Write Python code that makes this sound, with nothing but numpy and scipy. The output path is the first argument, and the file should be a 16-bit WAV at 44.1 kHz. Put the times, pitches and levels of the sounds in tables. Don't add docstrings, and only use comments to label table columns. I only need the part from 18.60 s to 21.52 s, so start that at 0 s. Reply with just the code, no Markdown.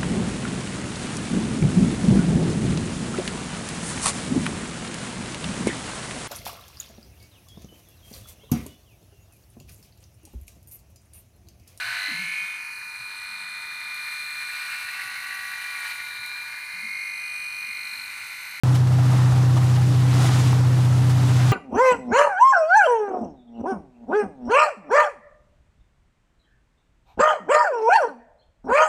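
import sys
import numpy as np
from scipy import signal
from scipy.io import wavfile

SR = 44100
rng = np.random.default_rng(int(sys.argv[2]) if len(sys.argv) > 2 else 0)


def materialize(psi):
    bounded = np.clip(np.atleast_2d(psi).T, -1, 1)
    quanta = np.round(bounded * 32767).astype(np.int16)
    wavfile.write(sys.argv[1], SR, quanta)


def linear_from_db(decibels):
    return 10 ** (np.asarray(decibels, float) / 20)


N = 128772
T = np.arange(N) / SR
CYLINDERS = 8


def in_time(seconds, values):
    return np.interp(T, seconds, values)


def rms_one(x):
    return x / np.sqrt(np.mean(x ** 2) + 1e-20)


def drift(rate_hz):
    r = np.exp(-80 * np.pi * rate_hz / SR)
    settle = 2000
    noise = rng.standard_normal(N // 40 + 2 + settle)
    slow = signal.lfilter([1], [1, -2 * r, r * r], noise)[settle:]
    return np.interp(np.arange(N) / 40, np.arange(len(slow)), rms_one(slow - slow.mean()))


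def banded_noise(colour, shared_db, own_db, tilt_db=0):
    tilt_about_hz = 4000
    hz, db = np.transpose(colour)
    together = drift(9)
    white = rng.standard_normal((2, N))
    edges = 22 * 2 ** np.arange(0, 9.7, .5)
    out = 0
    for k, (low, high) in enumerate(zip(edges, edges[1:])):
        band_pass = signal.butter(2, [low, high], "band", fs=SR, output="sos")
        band = signal.sosfilt(band_pass, white[k % 2])
        centre = np.sqrt(low * high)
        level = np.interp(np.log(centre), np.log(hz), db, left=-60, right=db[-1] - 3)
        level = level + tilt_db * np.log2(centre / tilt_about_hz)
        flicker = shared_db * together + own_db * drift(18)
        out = out + linear_from_db(level + flicker) * band
    return rms_one(out)


def grains(per_s, low_hz, high_hz, cycles, spread_db):
    sizes = linear_from_db(spread_db * np.minimum(rng.exponential(1, N), 5))
    signs = rng.choice([-1, 1], N)
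    clicks = sizes * signs * (rng.random(N) < per_s / SR)
    dealt = rng.integers(0, 16, N)
    out = 0
    for k, hz in enumerate(np.geomspace(low_hz, high_hz, num=16)):
        r = linear_from_db(-60 * hz / (cycles * SR))
        w = 2 * np.pi * hz / SR
        struck = clicks * (dealt == k) + 1e-18
        out = out + signal.lfilter([0, np.sin(w)], [1, -2 * r * np.cos(w), r * r], struck)
    return rms_one(out)


# t/s, f/Hz
FIRING_RATE = [
    (0.0, 125.81),
    (0.365, 125.51),
    (0.73, 125.46),
    (1.095, 124.95),
    (1.46, 125.34),
    (1.825, 125.11),
    (2.19, 124.84),
    (2.555, 125.05),
    (2.92, 124.68),
]


def engine_cycles():
    start_cycle = .011
    firing_hz = in_time(*np.transpose(FIRING_RATE))
    return start_cycle + np.cumsum(firing_hz) / SR / CYLINDERS


# multiple of the cycle rate, level/dB rms, unsteadiness/dB
ENGINE_ORDERS = [(2, -58, 1), (4, -54, 1), (6, -30.3, .8), (7, -32.8, .8), (8, -15.6, .3), (9, -41.3, 1),
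                 (10, -34.3, .8), (11, -43, 1), (12, -39.8, 1), (13, -52, 1), (14, -47.7, 1), (16, -55, 2),
                 (20, -50, 1.5), (21, -53, 1.5), (23, -50, 1.5), (32, -55, 2), (50, -50, 4)]


def engine(cycle):
    weak_cylinder_at, weak_bank_at = -.03, .12
    turned_again = 12
    wander_per_order = .02
    out = 0
    for order, db, shaky_db in ENGINE_ORDERS:
        from_firing = order - CYLINDERS
        weak_at = weak_cylinder_at if order % 2 else weak_bank_at
        half_turn = .5 * (order < CYLINDERS or order == turned_again)
        turn = half_turn - from_firing * weak_at
        wander = wander_per_order * abs(from_firing) * drift(5)
        level = np.sqrt(2) * linear_from_db(db + shaky_db * drift(12))
        out = out + level * np.cos(2 * np.pi * (order * cycle + turn) + wander)
    return out


# t/s, level/dB, brightening/dB per octave
SPRAY_SURGES = [(.04, -41, -3.5), (.14, -43, -4), (.24, -49.5, -6), (.4, -41, -3), (.56, -37.5, -2.5),
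                (.75, -39.5, -3), (.9, -41.5, -3.3), (1., -38.5, -1.2), (1.25, -40.5, -1),
                (1.45, -40.5, -1.3), (1.56, -32, -0.2), (1.66, -26.5, 2.8), (1.72, -30, 0.7),
                (1.8, -30.5, 2), (2.07, -41.5, -2.5), (2.44, -41, -2.2), (2.8, -32.5, 1.2), (2.92, -33, 0)]
# f/Hz, level/dB per Hz
SPRAY_COLOUR = [(250, -16), (700, 3.5), (1100, 4.5), (2300, -3.5), (5000, -8), (8000, -8), (11000, -12.5),
                (15000, -20)]


def spray():
    trim_db = 3.5
    t, db, brightening = np.transpose(SPRAY_SURGES)
    spray_db = in_time(t, db)
    hiss = banded_noise(SPRAY_COLOUR, shared_db=.6, own_db=.7, tilt_db=in_time(t, brightening))
    return linear_from_db(spray_db + trim_db) * hiss, spray_db - spray_db.mean()


# f/Hz, level/dB per Hz
CHURN_COLOUR = [(25, -24), (55, -4), (82, 4), (110, 12), (170, 2.5), (300, 0), (520, -8), (1500, -14.5)]


def churn(swing_db):
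    return linear_from_db(-29.5 + 0.26 * swing_db) * banded_noise(CHURN_COLOUR, shared_db=.6, own_db=.7)


def bubbles(swing_db):
    per_s = 400 * linear_from_db(3 * drift(12))
    gurgle = grains(per_s, 610, 1990, cycles=11.4, spread_db=1.2)
    return linear_from_db(-43 + 0.49 * swing_db) * gurgle


def drops(swing_db):
    per_s = 2000 * linear_from_db(4 * drift(10))
    patter = grains(per_s, 2500, 9000, cycles=3.0, spread_db=3.)
    return linear_from_db(-49 + swing_db) * patter


def water(cycle):
    pulse_db, exhaust_at = .55, .22
    spray_hiss, swing_db = spray()
    throb = linear_from_db(pulse_db * np.cos(2 * np.pi * (cycle - exhaust_at)))
    return throb * (spray_hiss + churn(swing_db) + bubbles(swing_db) + drops(swing_db))


# t/s, f/Hz, level/dB rms
PANEL_BUZZ = [(0.06, 283.2, -36), (0.11, 283.1, -35.5), (0.26, 283.4, -47.5), (0.39, 282.1, -35.5),
              (0.69, 282.1, -42.5), (0.85, 282.1, -34.5), (1.21, 282.0, -47.5), (1.29, 281.9, -36),
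              (1.81, 282.3, -34.5), (2.29, 280.8, -38.5), (2.7, 282.2, -33.5), (2.84, 281.9, -40.5),
              (2.88, 281.9, -36), (2.9, 281.9, -74)]


def panel(cycle):
    panel_order = 18
    t, _, db = np.transpose(PANEL_BUZZ)
    return np.sqrt(2) * linear_from_db(in_time(t, db)) * np.cos(2 * np.pi * panel_order * cycle)


# t/s, peak level/dB
SLAPS = [(0.0834, -28), (0.1464, -16.5), (0.2674, -24), (0.3814, -25), (0.4579, -46), (0.5774, -46.5),
         (0.6404, -66.5), (0.6984, -41), (0.7654, -38), (0.9656, -18), (1.0394, -27), (1.1594, -25),
         (1.2244, -42), (1.4794, -29), (1.5384, -27), (1.5894, -41), (1.6544, -25), (1.7294, -25),
         (1.7894, -19), (1.8694, -17), (1.9294, -45), (2.1294, -32), (2.247, -21), (2.3514, -36),
         (2.492, -14.5), (2.6614, -26), (2.7614, -21.5), (2.8194, -37), (2.8694, -25)]
# f/Hz, level/dB per Hz
SLAP_COLOUR = [(400, 4), (1500, 5), (5000, -2), (9000, -0.5), (15000, -1.5)]


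def slaps():
    attack_s, decay_s, trim_db = 0.0029, 0.02, -11
    shape = 0
    for t, db in SLAPS:
        age = np.maximum(T - t, 0)
        shape = shape + linear_from_db(db + trim_db) * (1 - np.exp(-age / attack_s)) * np.exp(-age / decay_s)
    return shape * banded_noise(SLAP_COLOUR, shared_db=1., own_db=2.)


# t/s, peak level/dB, f/Hz, 60 dB decay/s
PLOPS = [(.39, -20.5, 700, 0.026), (.497, -23, 816, 0.026), (.735, -24, 750, 0.035),
         (.925, -30.5, 1080, 0.063), (0.967, -22.5, 1130, 0.04), (.975, -25.5, 894, 0.051),
         (.965, -28, 620, 0.067), (1.18, -27, 790, 0.11), (1.594, -23.5, 750, 0.071),
         (1.644, -22, 755, 0.074), (1.694, -22.5, 784, 0.045), (1.838, -23, 890, 0.036),
         (1.864, -28, 1020, 0.027), (1.9298, -14, 870, 0.013), (2.631, -29.5, 830, 0.069),
         (2.755, -30.5, 1015, 0.068), (2.795, -25.5, 686, 0.046)]


def plops():
    pitch_rise, attack_cycles = 0.19, 0.27
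    out = 0
    for t, db, hz, t60 in PLOPS:
        age = np.maximum(T - t, 0)
        fade = (1 - np.exp(-age * hz / attack_cycles)) * linear_from_db(db - 60 * age / t60)
        rise = 1 + pitch_rise * np.minimum(age / t60, 1)
        out = out + fade * np.sin(2 * np.pi * hz * age * rise)
    return out


def scene():
    cycle = engine_cycles()
    return (engine(cycle) + water(cycle) + panel(cycle) + slaps() + plops())[None]


def low_pass(x):
    return signal.sosfilt(signal.butter(12, 16580, fs=SR, output="sos"), x)


def record(dry):
    gain_hold, gain_s = .05, .012
    roll_off_hz, top_hz, opens_s = 6380, 15730, .0352
    r = np.exp(-1 / (gain_s * SR))
    mean = np.mean(dry ** 2)
    power = signal.lfilter([(1 - r) ** 2], [1, -2 * r, r * r], dry ** 2 - mean) + mean
    held = dry * (np.maximum(power, mean / 10) / mean) ** (-gain_hold / 2)
    roll_off = signal.bessel(2, roll_off_hz, fs=SR, output="sos", norm="mag")
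    dulled = signal.sosfilt(roll_off, held)
    top_cut = signal.ellip(12, .5, 70, top_hz, fs=SR, output="sos")
    mix = signal.sosfilt(top_cut, dulled) * (np.arange(N) >= opens_s * SR)
    return low_pass(mix)


dry = scene()
out = record(dry)
materialize(out)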